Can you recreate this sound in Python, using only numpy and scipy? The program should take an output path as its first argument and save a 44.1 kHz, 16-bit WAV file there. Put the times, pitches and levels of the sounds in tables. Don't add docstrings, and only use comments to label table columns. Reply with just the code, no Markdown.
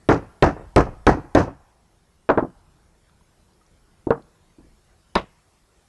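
import sys
import numpy as np
from scipy import signal
from scipy.fft import rfft, irfft
from scipy.io import wavfile
from scipy.ndimage import uniform_filter1d

SR = 44100
rng = np.random.default_rng(int(sys.argv[2]) if len(sys.argv) > 2 else 0)


def level_to_linear(level):
    exponent = np.asarray(level, float) / 20
    return 10 ** exponent


def wav_out(sig):
    wavfile.write(sys.argv[1], SR, np.round(np.clip(np.atleast_2d(sig).T, -1, 1) * 32767).astype(np.int16))


N = 259308

BLOWS = [
    (0.0877, -9.5, 4, 460, -13),
    (0.424, -10.5, 8, 440, -8),
    (0.7609, -12.5, 8, 408, -5),
    (1.0669, -11, 8.5, 443, -6),
    (1.349, -11, 5, 301.4, -11.5),
]
# (frequency [Hz], level [dB], T60 [s])
TABLE_MODES = [(149.8, -7.5, 0.9), (287, -6.5, 0.0887), (342, -6.5, 0.1098), (538, -11.5, 0.21),
               (597.6, -9, 0.11), (715, -10, 0.053), (997, -27, 0.071), (997, -23, 0.42), (1181, -18, 0.17),
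               (1275, -8.5, 0.27), (1760, -42.5, 0.14), (1630, -33.5, 0.22), (1849, -22.5, 0.22),
               (1955, -26.5, 0.29)]
# (frequency [Hz], level [dB], T60 [s])
FRAME_MODES = [(142, -5, 0.21), (266, -15, 0.2), (461.5, 9.5, 0.11), (508, -11.5, 0.074),
               (763, -12.5, 0.26), (921, 8, 0.05), (1050, -5.5, 0.084), (1162.3, -9, 0.06),
               (1268, -14, 0.11), (1420, -10.5, 0.06)]
# (frequency [Hz], density [dB per Hz])
FIRM_WOOD = [(59, -26.5), (100, -1), (241, -9.5), (290, 0), (328, -4), (521, -5), (572, -9.5), (721, -6),
             (1850, -18), (4000, -54.5), (5200, -63.5), (8800, -120)]
# (frequency [Hz], density [dB per Hz])
SOFT_WOOD = [(59, -37.5), (130, -6.5), (234, -5), (295, 0.5), (414, -6), (581, -0.5), (1300, -7.5),
             (1700, -17), (2500, -35), (4000, -78.5), (5200, -76.5), (8800, -120)]
# (frequency [Hz], density [dB per Hz])
STEEL_CRACK = [(880, -23.5), (1500, 2), (2980, -6), (3730, -4.5), (6910, -21), (8480, -19.5),
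               (11500, -35.5), (12700, -51), (16500, -85.5), (22000, -120)]
# (frequency [Hz], density [dB per Hz])
WOOD_CLICK = [(880, -28), (1500, 0.5), (2600, -5.5), (3230, -15), (3770, -16.5), (7000, -38),
              (12000, -62.5), (15600, -86), (22000, -120)]


def along(points, hz):
    f, v = np.transpose(points)
    return np.interp(np.log(hz + 1), np.log(f + 1), v)


def unit(x):
    return x / np.sqrt(np.mean(x ** 2) + 1e-20)


def noise(spectrum, size):
    hz = np.fft.rfftfreq(size, 1 / SR)
    white = rfft(rng.standard_normal(size))
    return unit(irfft(white * level_to_linear(along(spectrum, hz)), size))


def shoulder(t, hold):
    return np.sqrt(t ** 2 + hold ** 2) - np.abs(hold)


def dying(x, decays, hold, size):
    hz, t, z = signal.stft(x, SR, nperseg=size)
    fade = level_to_linear(-60 * shoulder(t, hold) / along(decays, hz)[:, None])
    return signal.istft(z * fade, SR, nperseg=size)[1][:len(x)]


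def background():
    # (frequency [Hz], density [dB per Hz])
    air_colour = [(12, -43.5), (20, 5), (86, 1), (113, -5), (147, -2.5), (173, -3), (246, -10),
                  (274, -15.5), (331, -9), (497, -15), (1240, -19.5), (2580, -27.5), (5200, -29),
                  (11400, -31), (12700, -46.5), (16500, -74.5), (22000, -120)]
    # (time [s], rumble level [dB])
    breeze = [
        (0, -54),
        (1.8, -61),
        (2.7, -58),
        (4.6, -59.5),
        (5.88, -63),
    ]
    # (time [s], level [dB])
    shakes = [
        (.43, -31.5),
        (.77, -27.5),
        (1.08, -47.5),
        (1.36, -46.5),
        (2.40, -39.5),
        (4.59, -46),
    ]
    # (frequency [Hz], level [dB])
    whine = (5394.5, -81.5)
    shake_t60_s, shake_hz = 1.3, 75
    hiss_db, duck_db, recover_s = -64, 4, 2.7

    hz, t, z = signal.stft(noise(air_colour, N), SR, nperseg=1024)
    patches = uniform_filter1d(rng.standard_normal(z.shape), size=6, axis=0)
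    patches = unit(uniform_filter1d(patches, size=6, axis=1))
    low = 1 / (1 + (hz[:, None] / 500) ** 2)
    shake = sum(level_to_linear(db - 60 * np.abs(t - s) / shake_t60_s) * (t > s) for s, db in shakes)
    shake = shake / (1 + (hz[:, None] / shake_hz) ** 2)
    rumble_db = 20 * np.log10(np.hypot(level_to_linear(np.interp(t, *np.transpose(breeze))), shake))
    after = t - BLOWS[-1][0]
    ducked_db = hiss_db - duck_db * np.exp(-np.abs(after) / recover_s) * (after > 0)
    level_db = low * (rumble_db - 1) + (1 - low) * (ducked_db + 8.5)
    level_db = level_db + (-2.26 + 0.8 * low) * patches
    air = signal.istft(z * level_to_linear(level_db), nperseg=1024)[1][:N]
    return air + level_to_linear(whine[1]) * np.sin(2 * np.pi * whine[0] * np.arange(N) / SR)


def ticks():
    # (time [s], peak level [dB], frequency [Hz], T60 [s])
    clicks = [(2.55, -55, 807, 0.091), (3.07, -61, 2200, 0.0058), (3.096, -50, 1313, 0.013),
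              (3.097, -60, 3600, .012), (3.21, -52, 986, 0.024), (3.535, -57, 4670, .01),
              (3.613, -56, 1250, 0.06), (3.665, -51.5, 5690, 0.0071), (4.223, -50, 4260, 0.0089),
              (4.224, -58, 3400, .012)]
    # (time [s], peak level [dB], frequency [Hz], T60 [s])
    pings = [
        (0.4238, -34, 3708, .02),
        (0.7611, -24.5, 8554, 0.015),
        (0.7608, -33.5, 6000, 0.036),
        (1.0668, -30, 6246, .02),
        (1.3493, -27.5, 6426, 0.019),
        (5.1555, -24.5, 4000, 0.016),
        (5.1555, -25, 4940, 0.029),
    ]
    out, t = np.zeros(N + SR), np.arange(3000) / SR
    for s, db, hz, t60 in clicks + pings:
        out[round(s * SR):][:len(t)] += level_to_linear(db - 60 * t / t60) * np.sin(2 * np.pi * hz * t)
    return out[:N]


def wall(x):
    # (frequency [Hz], T60 [s])
    wall_decay = [(60, .8), (300, 0.12), (800, 1.5), (1400, 0.94), (2500, .45), (8000, 0.25)]
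    # (frequency [Hz], level [dB])
    wall_colour = [(30, -4.5), (150, -13), (500, -12.5), (1200, -8), (2200, -0.5), (5000, -8),
                   (12000, -19.5)]
    out, step = np.zeros(N + 2 * SR), SR // 3
    for start in range(0, N, step):
        part = x[start:start + step]
        if not part.any():
            continue
        tail = dying(noise(wall_colour, SR), wall_decay, 0, size=512)
        answer = signal.fftconvolve(part, tail / np.linalg.norm(tail))
        out[start + 700:][:len(answer)] += answer
    return out[:N]


def rattle(rows, colour, hold):
    # (frequency [Hz], T60 [s])
    tinkle_decay = [(3000, 0.12), (6000, 0.13), (11000, 0.14)]
    out, t = np.zeros(N + SR), np.arange(2 ** 14) / SR
    for s, db, rise in rows:
        grain = level_to_linear(3.3 * unit(uniform_filter1d(rng.standard_normal(len(t)), size=60)))
        landing = dying(grain * noise(colour, len(t)), tinkle_decay, hold, size=256)
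        out[round(s * SR):][:len(t)] += level_to_linear(db) * (1 - np.exp(-t / rise)) * landing
    return out[:N]


def settling_parts():
    # (time [s], level [dB], rise [s])
    settling = [
        (2.31, -53, 0.0089),
        (2.384, -56.5, 0.0057),
        (4.108, -59, .002),
        (5.166, -34, 0.0064),
    ]
    # (frequency [Hz], density [dB per Hz])
    scatter = [(880, -29), (1500, -9.5), (2950, -4), (4110, -13.5), (5010, -17.5), (7050, -29.5),
               (10000, -42.5), (13000, -72), (22000, -120)]
    return rattle(settling, scatter, hold=0.0095)


def loose_nails():
    # (time [s], level [dB], rise [s])
    late_nails = [
        (1.356, -40, .004),
        (1.378, -41, .008),
    ]
    # (frequency [Hz], density [dB per Hz])
    chatter = [(1470, -39), (2500, 4.5), (3360, -9.5), (4970, -4), (6250, -4.5), (6820, -11),
               (11500, -29.5), (12200, -35), (12500, -60), (16200, -93.5), (22000, -120)]
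    delay_s, level_db, rise_s = 0.0051, -38, 0.0055
    prompt = [(blow[0] + delay_s, level_db, rise_s) for blow in BLOWS[:-1]]
    return rattle(prompt + late_nails, chatter, hold=0.061)


def ring(modes, t, hold, scatter_db):
    hz, db, t60 = np.transpose(modes)[:, :, None]
    strength = level_to_linear(db + scatter_db * rng.standard_normal(hz.shape))
    life = np.clip(t60, .01, np.minimum(.23, 5 / np.sqrt(hz)))
    tones = strength * level_to_linear(-60 * shoulder(t, hold) / life) * np.sin(2 * np.pi * hz * t)
    return -tones.sum(axis=0) / np.linalg.norm(level_to_linear(db))


def knocks(rows, modes, body, snap, turns, clear_db, hold, rise, hard_hz, lead, boom_db, bite,
           snap_s=.014, drive=0):
    # (frequency [Hz], level [dB], T60 [s])
    leg_modes = [(33, -14, .3), (57, -3, 0.3), (80.3, -0.5, 0.11), (101.9, -4, 0.07)]
    # (frequency [Hz], T60 [s])
    damping = [(100, 0.27), (400, 0.14), (1500, 0.14), (5000, 0.098)]
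    flat, grain_db = 0.87, 3
    out, t = np.zeros(N + SR), np.arange(2 ** 14) / SR
    for s, ring_db, punch_db, dent_hz, hard_db in rows:
        fade = np.exp(-(t * dent_hz / turns) ** 3)
        dent = -np.tanh(flat * fade * np.sin(2 * np.pi * dent_hz * t)) / np.tanh(flat)

        grain = level_to_linear(grain_db * unit(uniform_filter1d(rng.standard_normal(len(t)), size=250)))
        clear = level_to_linear(clear_db) * ring(modes, t, hold, scatter_db=3.0)
        dense = dying(grain * noise(body, len(t)), damping, hold, size=256)
        swell = 1 - np.exp(-(t / rise) ** 2)
        wood = level_to_linear(punch_db) * dent + swell * (clear + dense)
        edge = np.clip(hard_hz * level_to_linear(0.49 * (hard_db + 10.5)), 200, 9000)
        wood = signal.sosfilt(signal.butter(2, edge, fs=SR, output="sos"), wood)

        boom = level_to_linear(boom_db + drive * hard_db) * ring(leg_modes, t, hold, scatter_db=1.0)
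        crack_db = hard_db - 60 * np.clip(t - 1 / dent_hz, 0, None) / snap_s
        crack = level_to_linear(crack_db) * (1 - np.exp(-t / bite)) * noise(snap, len(t))
        out[round(s * SR):][:len(t)] += level_to_linear(ring_db) * crack
        out[round((s + lead) * SR):][:len(t)] += level_to_linear(ring_db) * (wood + boom)
    return out[:N]


def dropped_tool():
    drop = [
        (5.153, -16, 1.9, 700, 2.7),
        (5.1595, -23.5, 13, 600, -33),
        (5.174, -44, 17, 294, -5),
    ]
    # (frequency [Hz], level [dB], T60 [s])
    tool_modes = [(150, -1, 0.12), (362, -3.5, 0.088), (441.5, 1, 0.14), (700, -4.5, 0.092),
                  (933, 16.5, 0.06), (1450, 4.5, 0.45), (1570, 13, 0.041), (2920, -26, 0.2),
                  (3262, -41.5, 0.08), (3600, -23, 0.15), (4474, -42, 1.6), (5244, -12, 0.023)]
    # (frequency [Hz], density [dB per Hz])
    bright_wood = [(59, -23), (150, -10), (300, -10.5), (514, -2), (654, -5), (1000, -7), (1110, -4),
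                   (1650, -19), (1930, -10.5), (3000, -28), (3900, -17.5), (6600, -120)]
    return knocks(drop, tool_modes, bright_wood, STEEL_CRACK, turns=0.89, clear_db=4.0, hold=0.00085,
                  rise=0.0014, hard_hz=4000, lead=0.00084, boom_db=-6.5, bite=0.0015)


def frame_laid_down():
    laydown = [
        (4.0693, -21, 11, 330, -40),
        (4.1058, -16, 12.5, 490, -12),
    ]
    nudge = [
        (4.5845, -53.5, 13.8, 311, -18),
        (4.605, -50, 8, 280, -38),
        (4.645, -54, 7.4, 303, -29),
    ]
    laid = knocks(laydown, FRAME_MODES, SOFT_WOOD, WOOD_CLICK, turns=2.0, clear_db=4.2, hold=0.0029,
                  rise=0.0018, hard_hz=2390, lead=0, boom_db=-30, bite=0.00021, snap_s=0.0043)
    nudged = knocks(nudge, FRAME_MODES, SOFT_WOOD, WOOD_CLICK, turns=2.46, clear_db=-10, hold=0.016,
                    rise=0.0063, hard_hz=1100, lead=0, boom_db=-6, bite=0.00083)
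    return laid + nudged


def hammer_laid_down():
    setdown = [
        (2.29, -14.5, 4.7, 520, -11),
        (2.3008, -15.5, 10.5, 493, -9),
        (2.3748, -15, 8.1, 385, -21),
        (2.425, -27.5, 14, 330, -44.5),
        (2.445, -33.5, 11, 320, -54),
    ]
    # (frequency [Hz], level [dB], T60 [s])
    board_modes = [(161.2, -12, 0.022), (290, -4, 0.05), (880, -7.5, 0.11), (1037, 7.5, 0.045),
                   (1530, 9, 0.0085), (2070, -50.5, 0.19), (2200, -44, 0.2), (2464, -31.5, 0.03),
                   (2860, -49, 0.11)]
    return knocks(setdown, board_modes, SOFT_WOOD, WOOD_CLICK, turns=2.0, clear_db=3.0, hold=0.0054,
                  rise=0.0015, hard_hz=4095, lead=0, boom_db=-27, bite=0.00046, snap_s=0.0053)


def skipping_offcut():
    # (time [s], ring level [dB])
    skips = [
        (.5655, -37.5),
        (0.5956, -45),
        (0.609, -44),
        (.64, -49),
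    ]
    punch_db, dent_hz, hard_db = 11, 563, -18
    rows = [(s, db, punch_db, dent_hz, hard_db) for s, db in skips]
    return knocks(rows, FRAME_MODES, FIRM_WOOD, WOOD_CLICK, turns=1.3, clear_db=-8.5, hold=.002,
                  rise=.0012, hard_hz=3000, lead=0, boom_db=-6.5, bite=0.0012)


def hopping_frame():
    # (time [s], ring level [dB])
    landings = [(.125, -22), (.22, -38.5), (.47, -23), (.78, -20.5), (.86, -29.5), (.93, -47.5),
                (1.086, -19), (1.17, -30.5), (1.24, -45.5), (1.37, -21.5), (1.398, -19), (1.47, -31)]
    dent_hz, hard_db, punch_db, rebound_db, rebound_s = 321.7, -35.5, -1.5, 23, .02
    rows = []
    for s, db in landings:
        since = min(s - blow[0] for blow in BLOWS if blow[0] < s)
        extra_db = rebound_db * np.exp(-(since / rebound_s) ** 2)
        rows.append((s, db, punch_db + extra_db, dent_hz, hard_db))
    return knocks(rows, TABLE_MODES, FIRM_WOOD, WOOD_CLICK, turns=4.9, clear_db=-11.5, hold=0.01403,
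                  rise=0.0014, hard_hz=5120, lead=0, boom_db=-6, bite=.0007)


def seating_slap():
    seated = [
        (1.3535, -18.5, 12, 620, -14),
    ]
    return knocks(seated, TABLE_MODES, FIRM_WOOD, WOOD_CLICK, turns=4.5, clear_db=-5.5, hold=.008,
                  rise=0.0022, hard_hz=5000, lead=0, boom_db=-11.5, bite=.0005)


def hammer_blows():
    return knocks(BLOWS, TABLE_MODES, FIRM_WOOD, STEEL_CRACK, turns=1.4, clear_db=-6.0, hold=0.044,
                  rise=0.0022, hard_hz=6000, lead=0.00074, boom_db=9.5, bite=.0004, drive=1.7)


def scene():
    hammer = hammer_blows() + hopping_frame() + skipping_offcut()
    laid = hammer_laid_down() + frame_laid_down()
    tool = dropped_tool()
    nails = loose_nails()
    parts = settling_parts()
    to_wall = level_to_linear(-34) * hammer + level_to_linear(-39.5) * laid + level_to_linear(-45.5) * tool
    to_wall += level_to_linear(-20) * nails + level_to_linear(-23.0) * parts
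    direct = hammer + seating_slap() + laid + tool + nails + parts
    return (direct + wall(to_wall) + ticks() + background())[None]


def roll_off(x):
    return signal.sosfilt(signal.butter(12, 12830, fs=SR, output="sos"), x)


def record(dry):
    mic = signal.sosfilt(signal.butter(2, 26, "high", fs=SR, output="sos"), dry)
    soft = mic / (1 + np.abs(mic / .95) ** 6) ** (1 / 6)
    cut = signal.sosfilt(signal.butter(14, 11900, fs=SR, output="sos"), soft)
    return roll_off(cut)


dry = scene()
out = record(dry)
wav_out(out)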